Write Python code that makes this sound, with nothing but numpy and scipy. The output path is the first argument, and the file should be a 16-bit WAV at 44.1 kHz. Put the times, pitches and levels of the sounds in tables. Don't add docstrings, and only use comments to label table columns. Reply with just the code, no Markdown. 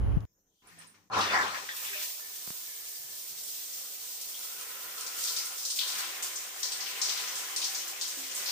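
import sys
import numpy as np
from scipy import signal
from scipy.fft import rfft, irfft, next_fast_len
from scipy.io import wavfile
from scipy.ndimage import uniform_filter1d, map_coordinates

SR = 44100
rng = np.random.default_rng(int(sys.argv[2]) if len(sys.argv) > 2 else 0)


def digitize_waveform(pressure):
    field = np.atleast_2d(pressure).T
    bounded = np.clip(field, -1, 1)
    quanta = np.round(bounded * 32767).astype(np.int16)
    wavfile.write(sys.argv[1], SR, quanta)


def linear_from_db(decibels):
    return 10 ** (np.asarray(decibels, float) / 20)


N = 375291


def unit(x):
    return x / np.sqrt(np.mean(x ** 2) + 1e-20)


def along(points, hz):
    f, v = np.transpose(points)
    return np.interp(np.log(hz + 1), np.log(f + 1), v)


def curves(rows):
    s, *cols = np.transpose(rows)
    t = np.arange(N) / SR
    return [np.interp(t, s, c) for c in cols] + [(t >= s[0]) & (t <= s[-1])]


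def gains(rows):
    level_db, on = curves(rows)
    return on * linear_from_db(level_db)


def wobble(rate):
    knots = rng.standard_normal(int(N * rate / SR) + 4)
    return map_coordinates(knots, [np.arange(N) * rate / SR])


def filtered(x, response):
    m = next_fast_len(x.shape[-1] + 8192)
    return irfft(rfft(x, m) * response(np.fft.rfftfreq(m, 1 / SR)), m)[..., :x.shape[-1]]


def add(track, s, piece):
    part = track[:, round(s * SR):][:, :piece.shape[-1]]
    part += piece[..., :part.shape[-1]]


def drops(n, spread_db, wet):
    size = np.minimum(rng.exponential(size=(2, n)), 4)
    sharp = rng.standard_normal((2, n)) * linear_from_db(spread_db * size)
    wet = np.clip(wet, 0, 1)
    return np.sqrt(1 - wet) * unit(sharp) + np.sqrt(wet) * rng.standard_normal((2, n))


def room(hz):
    # (frequency [Hz], width [Hz], level [dB])
    modes = [(106, 3, 8.5), (176, 9.9, 4.5), (204.2, 10, 9), (269, 10.6, 8.5), (303, 11.5, 3.5),
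             (339, 7.3, 9.5), (393.8, 5.4, 7), (454, 5.1, 9.5), (530, 19, 5.5), (609, 7.3, 7), (711, 11, 6),
             (789.5, 14.3, 6), (882, 9.6, 3.5), (1010.6, 18.3, 6.5), (1084, 7.6, 1), (1180, 5.9, 1),
             (1236, 7.7, 3.5), (1330, 12, 3), (1412, 8.1, 1), (1473, 12, 3), (1700, 12.5, 4.5),
             (1734, 12, -1), (1810, 8.6, 8), (1850, 7.6, -2), (1905, 6.4, 6), (1983, 12, 4.5),
             (2150, 12, 2.5)]
    low_hz = np.arange(0, 4000, .25)
    gain = 1
    for centre, width, db in modes:
        gain = gain + linear_from_db(db) * width ** 2 / (width ** 2 + 4 * (low_hz - centre) ** 2)
    return np.interp(hz, low_hz, gain)


def rush(spectrum, patchy_db, spread_db, wet, count=N):
    # (frequency [Hz], correlation [-])
    alike = [(60, 0.94), (130, .6), (290, 0.88), (640, 0.85), (1000, 0.35), (1600, 0.081), (3100, 0.054),
             (6800, 0)]
    z = signal.stft(drops(count, spread_db, wet), nperseg=512)[2]
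    field = uniform_filter1d(rng.standard_normal(z.shape[1:]), 8, 0)
    field = uniform_filter1d(field, 8, 1)
    pair = signal.istft(z * linear_from_db(patchy_db * unit(field)), nperseg=512)[1][:, :count]

    def mid_side(hz):
        turn = np.arccos(np.clip(along(alike, hz), -1, 1)) / 2
        return room(hz) * linear_from_db(along(spectrum, hz)) * [np.cos(turn), np.sin(turn)]

    mid, side = filtered(pair, mid_side)
    return np.pad(unit(np.array([mid + side, mid - side])), [(0, 0), (0, N - count)])


def splashes(rows, trim_db, crack_db, tail_db, tail_s, shared):
    out, t = np.zeros((2, N)), np.arange(SR // 2) / SR
    for s, db, centre_hz, t60, octaves in rows:
        band = lambda hz: np.exp(-.5 * (np.log2((hz + 1) / centre_hz) / octaves) ** 2)
        rise = 1 - np.exp(-t * centre_hz / 3)
        crack = linear_from_db(crack_db - 60 * t / 0.084)
        shape = rise * (crack + linear_from_db(-60 * t / t60) + linear_from_db(tail_db - 60 * t / tail_s))
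        pair = drops(len(t), spread_db=4.5, wet=0.37)
        add(out, s, linear_from_db(db + trim_db) * shape * unit(filtered(pair + shared * pair[::-1], band)))
    return out


def tilted(x):
    # (time [s], left port lag [ms])
    lag = [
        (0, 0.11),
        (1.5, 0.25),
        (2.6, 0.23),
        (4, 0.22),
        (4.6, 0.012),
        (8.6, 0.035),
    ]
    sway_ms, sway_rate_hz = .1, 6
    late = np.interp(np.arange(N) / SR, *np.transpose(lag)) * SR / 1000
    at = np.arange(N) + sway_ms * wobble(sway_rate_hz) * SR / 1000
    return np.array([map_coordinates(x[0], [at - late]), map_coordinates(x[1], [at])])


def still_air():
    # (frequency [Hz], density [dB per Hz])
    quiet = [(15, -38), (25, -6.5), (113, -15), (136, -13), (253, -19.5), (282, -15), (332, -17),
             (948, -25), (2710, -29.5), (3100, -28), (4520, -31), (5760, -15), (7200, -16.5), (7900, -37.5),
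             (9000, -28), (9600, -48.5), (11600, -46), (12600, -27), (13400, -17), (14300, -26),
             (15600, -34)]
    return linear_from_db(-77 + 2.0) * rush(quiet, patchy_db=-4.0, spread_db=-19.0, wet=0.81)


def rubbing():
    # (time [s], pressure [dB])
    grip = [
        (0.0, -31),
        (0.024, -30),
        (0.15, -29),
        (0.184, -32.5),
        (0.2, -39),
        (0.238, -37.5),
        (0.2525, -44.5),
    ]
    # (frequency [Hz], density [dB per Hz])
    rumble_colour = [(12, -52), (20, -28), (43, -2), (55, -0.5), (80, -8.5), (108, -6.5), (139, -21.5),
                     (211, -23), (500, -36), (650, -71), (1100, -120)]
    # (frequency [Hz], density [dB per Hz])
    rustle_colour = [(180, -14), (300, -10.5), (469, -17.5), (553, -13), (1090, -17.5), (2660, -31.5),
                     (3040, -27.5), (3580, -40), (6800, -47), (7900, -62.5), (9700, -58), (10350, -38),
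                     (11500, -49), (13000, -56), (15300, -48)]
    count = round(.3 * SR)
    pressure_db, on = curves(grip)
    rumble = on * linear_from_db(pressure_db)
    rustle = on * linear_from_db(-50.5 + 0.91 * (pressure_db + 31.0))

    def skin(colour):
        noise = rng.standard_normal((2, count))
        noise = unit(filtered(noise, lambda hz: linear_from_db(along(colour, hz))))
        return np.resize(noise.T, (N, 2)).T

    port_tilt = linear_from_db([[-2.5], [2.5]])
    return linear_from_db(3.0) * (rumble * skin(rumble_colour) * port_tilt + rustle * skin(rustle_colour))


def fingertip():
    # (time [s], peak [dB], frequency [Hz], rise [s], fall [s])
    thump = (.1712, -17.5, 135, .0012, .0045)
    # (time [s], peak [dB], frequency [Hz], t60 [s], width [octaves])
    skin_tick = [
        (.2045, -46, 3500, .02, 1.1),
    ]
    s, db, hz, rise_s, fall_s = thump
    near = np.arange(N) / SR - s
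    swell = np.exp(-.5 * (near / np.where(near < 0, rise_s, fall_s)) ** 2)
    pad = linear_from_db(db) * np.cos(2 * np.pi * hz * near) * swell * [[1.9], [-.35]]
    return pad + splashes(skin_tick, trim_db=-9, crack_db=-21, tail_db=-40, tail_s=.05, shared=0)


def drop_ticks():
    # (time [s], peak [dB], frequency [Hz], left minus right [dB])
    ticks = [(.2059, -50, 5000, 0), (.8713, -46, 9000, 6), (1.5469, -29, 2600, 5), (1.5787, -32, 4000, -6),
             (1.6905, -28, 1850, 0), (1.7644, -32, 7000, 6), (4.3927, -28, 8000, -6),
             (4.6127, -23.5, 7500, 0), (5.0101, -23, 7000, -8), (5.1701, -26, 8000, -6),
             (5.3653, -24, 6000, -5), (5.6528, -22, 6000, 0), (5.7893, -22, 3900, 2),
             (5.7922, -18, 3930, 4), (5.9544, -22, 6500, 0), (6.2254, -21.5, 7000, 4),
             (7.0199, -17.5, 5500, 2), (7.0944, -21, 5030, 5), (7.1764, -24, 7000, -5),
             (7.2157, -26, 7500, -5), (7.5625, -25, 6000, -1), (7.7486, -21.5, 5500, 3),
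             (8.013, -20, 5500, 5), (8.3518, -24, 8000, -5)]
    half_cycles = .62
    out, t = np.zeros((2, N)), np.arange(-60, 60) / SR
    for s, db, hz, pan_db in ticks:
        tick = np.cos(2 * np.pi * hz * t) * np.exp(-.5 * (t * hz / half_cycles) ** 2)
        add(out, s + t[0], linear_from_db(db - 1 + pan_db * np.array([[.5], [-.5]])) * tick)
    return out


def trapped_air():
    # (time [s], level [dB])
    seep = [
        (.47, -97),
        (.56, -81.5),
        (.63, -78),
    ]
    # (frequency [Hz], density [dB per Hz])
    valve_colour = [(2800, -50), (3050, 0), (3400, -5), (4200, -14), (9000, -30), (9700, -16), (10400, -37)]
    # (time [s], gurgle [dB])
    creep = [
        (0.62, -74),
        (0.692, -62.5),
        (0.758, -67.5),
        (0.818, -57.5),
        (0.94, -75),
        (0.944, -65),
        (1.024, -77),
        (1.085, -82),
    ]
    # (time [s], air [dB], tightness [dB])
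    coughs = [
        (1.1, -48, -24),
        (1.136, -35.5, -11),
        (1.194, -31, -7.5),
        (1.274, -37, -2.5),
        (1.292, -38.5, -3),
        (1.35, -33.5, 5.5),
        (1.39, -36.5, 5.5),
        (1.43, -34.5, -2),
        (1.512, -44, -8),
    ]
    # (time [s], air [dB], tightness [dB])
    sputter = [
        (1.544, -45.5, 1),
        (1.682, -53.5, -1.5),
        (1.69, -53.5, 2),
        (1.736, -54, -1),
        (1.77, -57.5, 0),
        (1.892, -57.5, 4.5),
        (2.022, -58, 6.5),
        (2.172, -68, -4),
        (2.2, -58, -5),
    ]
    # (frequency [Hz], density [dB per Hz])
    cough_colour = [(240, -29), (400, -10.5), (576, -10), (1050, -1.5), (1280, -2.5), (1660, -11),
                    (2820, -120)]
    # (frequency [Hz], density [dB per Hz])
    rasp_colour = [(750, -37), (1280, -7.5), (1860, 0), (2300, -6.5), (2990, -40), (5060, -120)]
    # (frequency [Hz], density [dB per Hz])
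    sizzle_colour = [(1800, -33), (2300, 0), (3600, -6), (6000, -8), (9500, -23.5), (13000, -52)]
    # (frequency [Hz], density [dB per Hz])
    boom_colour = [(18, -51), (30, -38), (103, -6.5), (140, -29), (184, -9), (450, -16), (580, -46),
                   (990, -120)]
    sizzle_start_s, sizzle_rise_s, boom_fade_db_per_s = 1.096, 0.048, -12
    n, t = round(2.3 * SR), np.arange(N) / SR
    gurgle_db, climbing = curves(creep)
    air_db, tight_db, blowing = curves([*coughs, *sputter])
    late_db = tight_db * (t > sputter[0][0])
    wetted = np.clip((t - sizzle_start_s) / sizzle_rise_s, 0, 1) ** 2

    cough = climbing * linear_from_db(gurgle_db - 3) + blowing * linear_from_db(air_db)
    rasp = climbing * linear_from_db(gurgle_db - 2.5) + blowing * linear_from_db(air_db + tight_db)
    sizzle = climbing * linear_from_db(gurgle_db - 1)
    sizzle = sizzle + blowing * wetted * linear_from_db(-41.5 + 0.52 * (air_db + 38.5) + 0.96 * late_db)
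    boom = climbing * linear_from_db(-75 + 0.24 * (gurgle_db + 74))
    boom = boom + blowing * linear_from_db(air_db - 14 + boom_fade_db_per_s * (t - coughs[0][0]))

    ragged = linear_from_db(0.26 * wobble(59.4))
    air = cough * ragged * rush(cough_colour, patchy_db=2.5, spread_db=9.0, wet=0.71, count=n)
    air += rasp * ragged * rush(rasp_colour, patchy_db=2.5, spread_db=4, wet=0.98, count=n)
    air += sizzle * rush(sizzle_colour, patchy_db=2.5, spread_db=2.5, wet=0.28, count=n)
    air += boom * rush(boom_colour, patchy_db=0.0, spread_db=3.5, wet=0.69, count=n)
    air += gains(seep) * rush(valve_colour, patchy_db=1.5, spread_db=3, wet=.8, count=SR)
    return air


def shower_head():
    # (time [s], peak [dB], frequency
    # [Hz], t60 [s], width [octaves])
    spits_and_gulps = [(.671, -45.5, 9100, 0.17, .2), (.787, -39, 8500, 0.17, 0.12), (.87, -43.5, 8700, 0.22, 0.14),
                       (1.128, -17.5, 1043, 0.15, 0.023), (1.546, -27, 1510, 0.057, 0.82),
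                       (1.688, -22, 1810, .1, 0.13), (1.71, -25, 1830, 0.087, 0.082), (1.931, -23, 1750, 0.06, 0.13),
                       (1.931, -25, 2450, .1, 0.094), (1.845, -30.5, 2470, 0.28, 0.37),
                       (1.945, -39, 607.4, 0.64, 0.013), (2.2, -43.5, 1790, 1.6, 0.046),
                       (2.68, -43.5, 1740, 3.1, 0.063), (6.78, -45, 205, 0.26, 0.036), (8.16, -42, 345, .3, 0.08),
                       (.7, -48, 168, 0.96, 0.026), (.8, -51, 206, 0.49, 0.045), (1.689, -32, 3440, 0.39, 0.14),
                       (2.24, -45, 2210, 1.05, 0.043), (2.67, -45, 2200, 2.8, 0.07),
                       (1.12, -38.5, 4200, 0.22, .015), (.66, -59, 106, 1.6, .05), (1.14, -43, 105.5, 1.2, .05),
             (1.1, -36.5, 107.5, 1.1, 0.055), (1.15, -27, 1420, .4, .08), (1.188, -20, 1205, .3, .05),
             (1.208, -21, 3740, 0.52, 0.58), (1.27, -28, 3520, 0.47, .04), (1.296, -26, 2580, .2, .06),
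             (1.33, -26, 2100, 0.22, .1), (1.32, -21, 1330, .8, 0.13), (1.345, -23, 1930, .3, .07),
             (1.385, -22, 1720, .35, .07), (1.36, -23, 795, 0.49, 0.15), (1.405, -22, 1100, 0.22, .08),
             (1.378, -17.5, 1050, 0.37, 0.08), (1.395, -19, 1560, 0.29, 0.077), (1.3, -29, 1500, 0.24, 0.1),
             (1.43, -31, 3600, 0.19, .06), (1.37, -38, 1340, 0.15, .1), (1.9, -45, 398, 0.85, 0.024),
             (1.88, -32, 2000, .2, .1), (2.1, -37, 2000, 0.17, 0.13), (1.8, -35, 1740, .2, .1),
             (1.985, -37, 3470, 0.64, 0.086), (1.86, -36.5, 3600, 0.45, .1), (1.53, -31, 1020, 0.33, 0.089),
             (0.68, -51, 1400, .2, .3), (2.98, -58, 136, 1.3, 0.43), (3.28, -56.5, 150, 0.94, 0.44)]
    pops = splashes(spits_and_gulps, trim_db=-13.0, crack_db=-17, tail_db=-13.5, tail_s=0.36, shared=0.47)
    return tilted(linear_from_db(2.5) * trapped_air() + pops)


def spray():
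    # (time [s], flow [dB], coarseness [dB])
    jets = [(0.5, -99, 8), (0.7, -66, -5), (0.79, -68, 3.5), (1.1, -80.5, -5.5), (1.19, -48.5, 1),
            (1.3, -53, 0.5), (1.71, -50, 1.5), (1.76, -37.5, -8.5), (2.04, -36.5, -6.5),
            (2.17, -40.5, -6.5), (4.47, -40, -4.5), (4.78, -41, -6.5), (5.4, -40.5, -2), (5.67, -41.5, -3),
            (6.41, -46, -2), (7.1, -42, -2), (8.28, -43.5, -0.5), (8.51, -41, -3.5)]
    # (time [s], extra level [dB])
    surges = [(1.76, 2), (2.02, 2), (3.47, 1), (5.18, 3.5), (5.29, 0.5), (5.46, 0), (5.757, 5.5),
              (5.979, 3), (6.223, 5.5), (6.592, 1.5), (7.71, 1), (8.358, 3)]
    # (frequency [Hz], density [dB per Hz])
    fizz_colour = [(1290, -35.5), (2200, -16.5), (2460, -12.5), (3290, -6.5), (5800, -0.5), (7700, -1.5),
                   (8780, -3), (10400, -15), (11500, -11), (15000, -5), (22000, -120)]
    # (frequency [Hz], density [dB per Hz])
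    mist_colour = [(5600, -14), (9500, 12.5), (10900, 3), (13000, 16), (15000, 21.5)]
    rise_s, fall_s = 0.0068, 0.13
    flow_db, coarse_db, on = curves(jets)
    surge_db = np.zeros(N)
    for s, db in surges:
        since = np.maximum(np.arange(N) / SR - s, 0)
        surge_db += db * np.minimum(since / rise_s, 1) * np.exp(-since / fall_s)
    fizz = on * linear_from_db(flow_db + coarse_db + 1.96 * surge_db)
    mist = on * linear_from_db(flow_db + surge_db)
    flicker_db = 0.51 * wobble(11.0) + 0.82 * wobble(30)
    fine = fizz * rush(fizz_colour, patchy_db=0.68, spread_db=4.0, wet=0.77)
    fine += mist * rush(mist_colour, patchy_db=1.5, spread_db=8.0, wet=0.97)
    return linear_from_db(2 + flicker_db) * fine


def side_splashes():
    # (time [s], peak [dB], frequency [Hz], t60 [s], width [octaves])
    glints = [
        (4.34, -38.5, 3300, .3, .1),
        (5, -36.5, 8900, .3, 0.063),
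        (5.702, -34, 8600, .25, .08),
        (7.562, -33, 8800, .3, 0.073),
        (8, -36, 6400, 0.44, .2),
        (8.165, -45.5, 272, 0.55, 0.037),
        (1.142, -20.5, 1040, .1, .03),
        (7.9, -46, 790, .5, .03),
        (7.68, -46, 790, .4, .03),
    ]
    return splashes(glints, trim_db=-10, crack_db=-15, tail_db=-25, tail_s=.4, shared=.3)


def floor_water():
    # (time [s], splashing [dB])
    pool_rows = [(2.2, -66), (2.52, -66), (2.99, -70), (3.3, -68.5), (3.73, -66), (4.27, -66.5),
                 (4.61, -58.5), (4.99, -56.5), (5.42, -56.5), (5.63, -62), (5.77, -65), (5.82, -55),
                 (6.0, -48.5), (6.4, -57), (6.85, -54.5), (7.08, -50.5), (8.3, -58.5), (8.51, -49.5)]
    # (time [s], level [dB])
    palm = [
        (4.4, -64.5),
        (4.65, -59),
        (5.1, -56.5),
        (5.5, -56),
        (5.68, -66),
    ]
    # (frequency [Hz], density [dB per Hz])
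    drum_colour = [(15, -52), (25, -34), (134, -29), (204, -9.5), (237, -18), (401, 0.5), (786, -2),
                   (900, -2), (1170, -22), (1980, -120)]
    # (frequency [Hz], density [dB per Hz])
    patter_colour = [(440, -64), (750, -8.5), (916, -13), (994, -2.5), (1360, -3), (1600, -1.5),
                     (2080, -36), (3520, -120)]
    # (frequency [Hz], density [dB per Hz])
    tinkle_colour = [(880, -46), (1500, -9), (1570, -6), (2110, -0.5), (3200, -0.5), (4160, -8.5),
                     (7040, -120)]
    # (frequency [Hz], density [dB per Hz])
    cup_colour = [(1150, -41), (1280, 2.5), (1440, 2), (1560, -21.5)]
    deepens_db_per_s, brightens_db_per_s = 0.56, 0.68
    splash_db, on = curves(pool_rows)
    since = np.arange(N) / SR - pool_rows[0][0]
    drum = on * linear_from_db(-65.5 + 0.46 * (splash_db + 58.0) + deepens_db_per_s * since)
    patter = on * linear_from_db(splash_db)
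    tinkle = on * linear_from_db(-57 + 0.84 * (splash_db + 60) + brightens_db_per_s * since)
    pool = drum * rush(drum_colour, patchy_db=0.0, spread_db=1.5, wet=0.64)
    pool += patter * rush(patter_colour, patchy_db=1.5, spread_db=7.5, wet=0.76)
    pool += tinkle * rush(tinkle_colour, patchy_db=1.5, spread_db=2.0, wet=0.8)
    pool += gains(palm) * rush(cup_colour, patchy_db=-0.5, spread_db=-6.0, wet=0.67, count=round(5.8 * SR))
    return linear_from_db(3.0) * tilted(pool)


def case_knocks():
    # (time [s], peak [dB], frequency [Hz], t60 [s], contact [s])
    knocks = [
        (2.476, -35, 164, 0.031, 0.00006),
        (2.5047, -31.5, 166, 0.028, 0.000056),
    ]
    out, t = np.zeros((2, N)), np.arange(SR // 10) / SR
    for s, db, hz, t60, contact_s in knocks:
        blow = t / contact_s * np.exp(1 - t / contact_s)
        swing = -np.sin(2 * np.pi * hz * t) * (1 - np.exp(-t / contact_s)) * linear_from_db(-60 * t / t60)
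        add(out, s, linear_from_db(db - 3.5) * (linear_from_db(5.0) * blow + 0.62 * swing) * linear_from_db([[2], [-2]]))
    return out


def water_slaps():
    # (time [s], peak [dB], frequency [Hz], t60 [s], width
    slaps = [
        (2.956, -44, 5100, 0.31, 0.15),
        (3.435, -37, 8030, 0.36, 0.46),
        (3.7348, -37, 5800, 0.24, 0.25),
        (4.2118, -32, 6050, 0.15, 0.67),
        (4.611, -36, 7040, 0.47, 0.59),
             (4.978, -36, 5240, 0.26, 0.56), (5.008, -32.5, 5800, 0.35, 0.5),
                    (5.064, -28.5, 5630, 0.28, 0.41), (5.1697, -38, 5900, 0.46, 0.6),
                    (5.236, -25.5, 5900, 0.4, 0.47), (5.288, -29, 5100, 0.28, 0.27),
                    (5.385, -29, 5200, .25, 0.22), (5.453, -32, 7500, .3, .4),
                    (5.2735, -25, 4770, 0.26, 0.52), (5.363, -24, 5230, 0.38, 0.5),
                    (5.578, -31.5, 5870, 0.46, 0.45), (5.629, -33, 5800, .3, 0.37),
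                    (5.6494, -26, 5640, 0.89, 0.47), (5.7016, -24, 5270, 0.23, 0.55),
                    (5.7879, -21, 3860, 0.32, 0.38), (5.81, -28, 3700, 0.4, .3),
                    (5.875, -27, 4970, 1, 0.63),
             (5.99, -33.5, 4600, 0.7, 0.31), (6.2243, -27.5, 7300, 0.17, 0.25),
                  (6.3569, -28.5, 6340, 0.48, 0.32), (6.59, -39, 7100, 0.36, 0.39),
                  (6.629, -22, 5300, 0.41, 0.4), (6.719, -25, 4800, 0.29, 0.53),
                  (6.72, -34, 8400, .4, 0.12), (6.8034, -27.5, 5200, 0.5, 0.3),
                  (6.86, -31, 3000, 1.0, 0.83), (7.015, -19.5, 5470, 0.64, 0.39),
                  (7.0921, -24, 4600, 0.42, 0.52), (7.173, -28.5, 4070, 0.92, 0.69),
                  (7.2764, -30.5, 5900, 0.48, 0.23), (7.354, -28, 6300, 0.67, 0.41),
                  (7.5614, -23, 5600, 0.35, 0.46), (7.6163, -24, 4440, 0.35, 0.56),
                  (7.6413, -23, 5630, 0.34, 0.41), (7.748, -25.5, 5530, 0.42, 0.36),
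                  (7.877, -30.5, 6750, 0.2, 0.33), (8.0118, -23.5, 5130, 0.45, 0.49),
                  (8.075, -32.5, 6800, 0.62, .3), (8.475, -27.5, 4900, .5, .3),
                  (7.775, -34, 6000, 0.64, 0.17), (8.31, -32, 6000, .4, .4),
                  (8.2344, -35.5, 4800, 0.98, 0.58), (8.35, -29.5, 7600, 0.23, 0.26),
                  (8.458, -27, 5000, 0.98, 0.35)]
    lumps = slaps
    return splashes(lumps, trim_db=-9.0, crack_db=-14.5, tail_db=-16.0, tail_s=0.84, shared=0)


def scene():
    hand = rubbing() + fingertip() + case_knocks()
    water = shower_head() + spray() + floor_water() + water_slaps()
    return still_air() + hand + water + drop_ticks() + side_splashes()


def low_pass(x):
    return signal.sosfilt(signal.butter(12, 15530, fs=SR, output="sos"), x)


def record(dry):
    # (frequency [Hz], left minus right [dB])
    ports = [(60, -1), (92, 4.5), (140, 2), (210, 1.5), (330, 1), (500, 1), (770, 0.5), (1170, 2.5),
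             (1790, 2), (2740, 3), (4190, 5), (6410, 4), (9810, -11.5), (15000, -4)]
    top_hz = 15540
    mix = filtered(dry, lambda hz: linear_from_db(along(ports, hz) * [[.5], [-.5]]) * (hz < top_hz))
    return low_pass(mix)


dry = scene()
out = record(dry)
digitize_waveform(out)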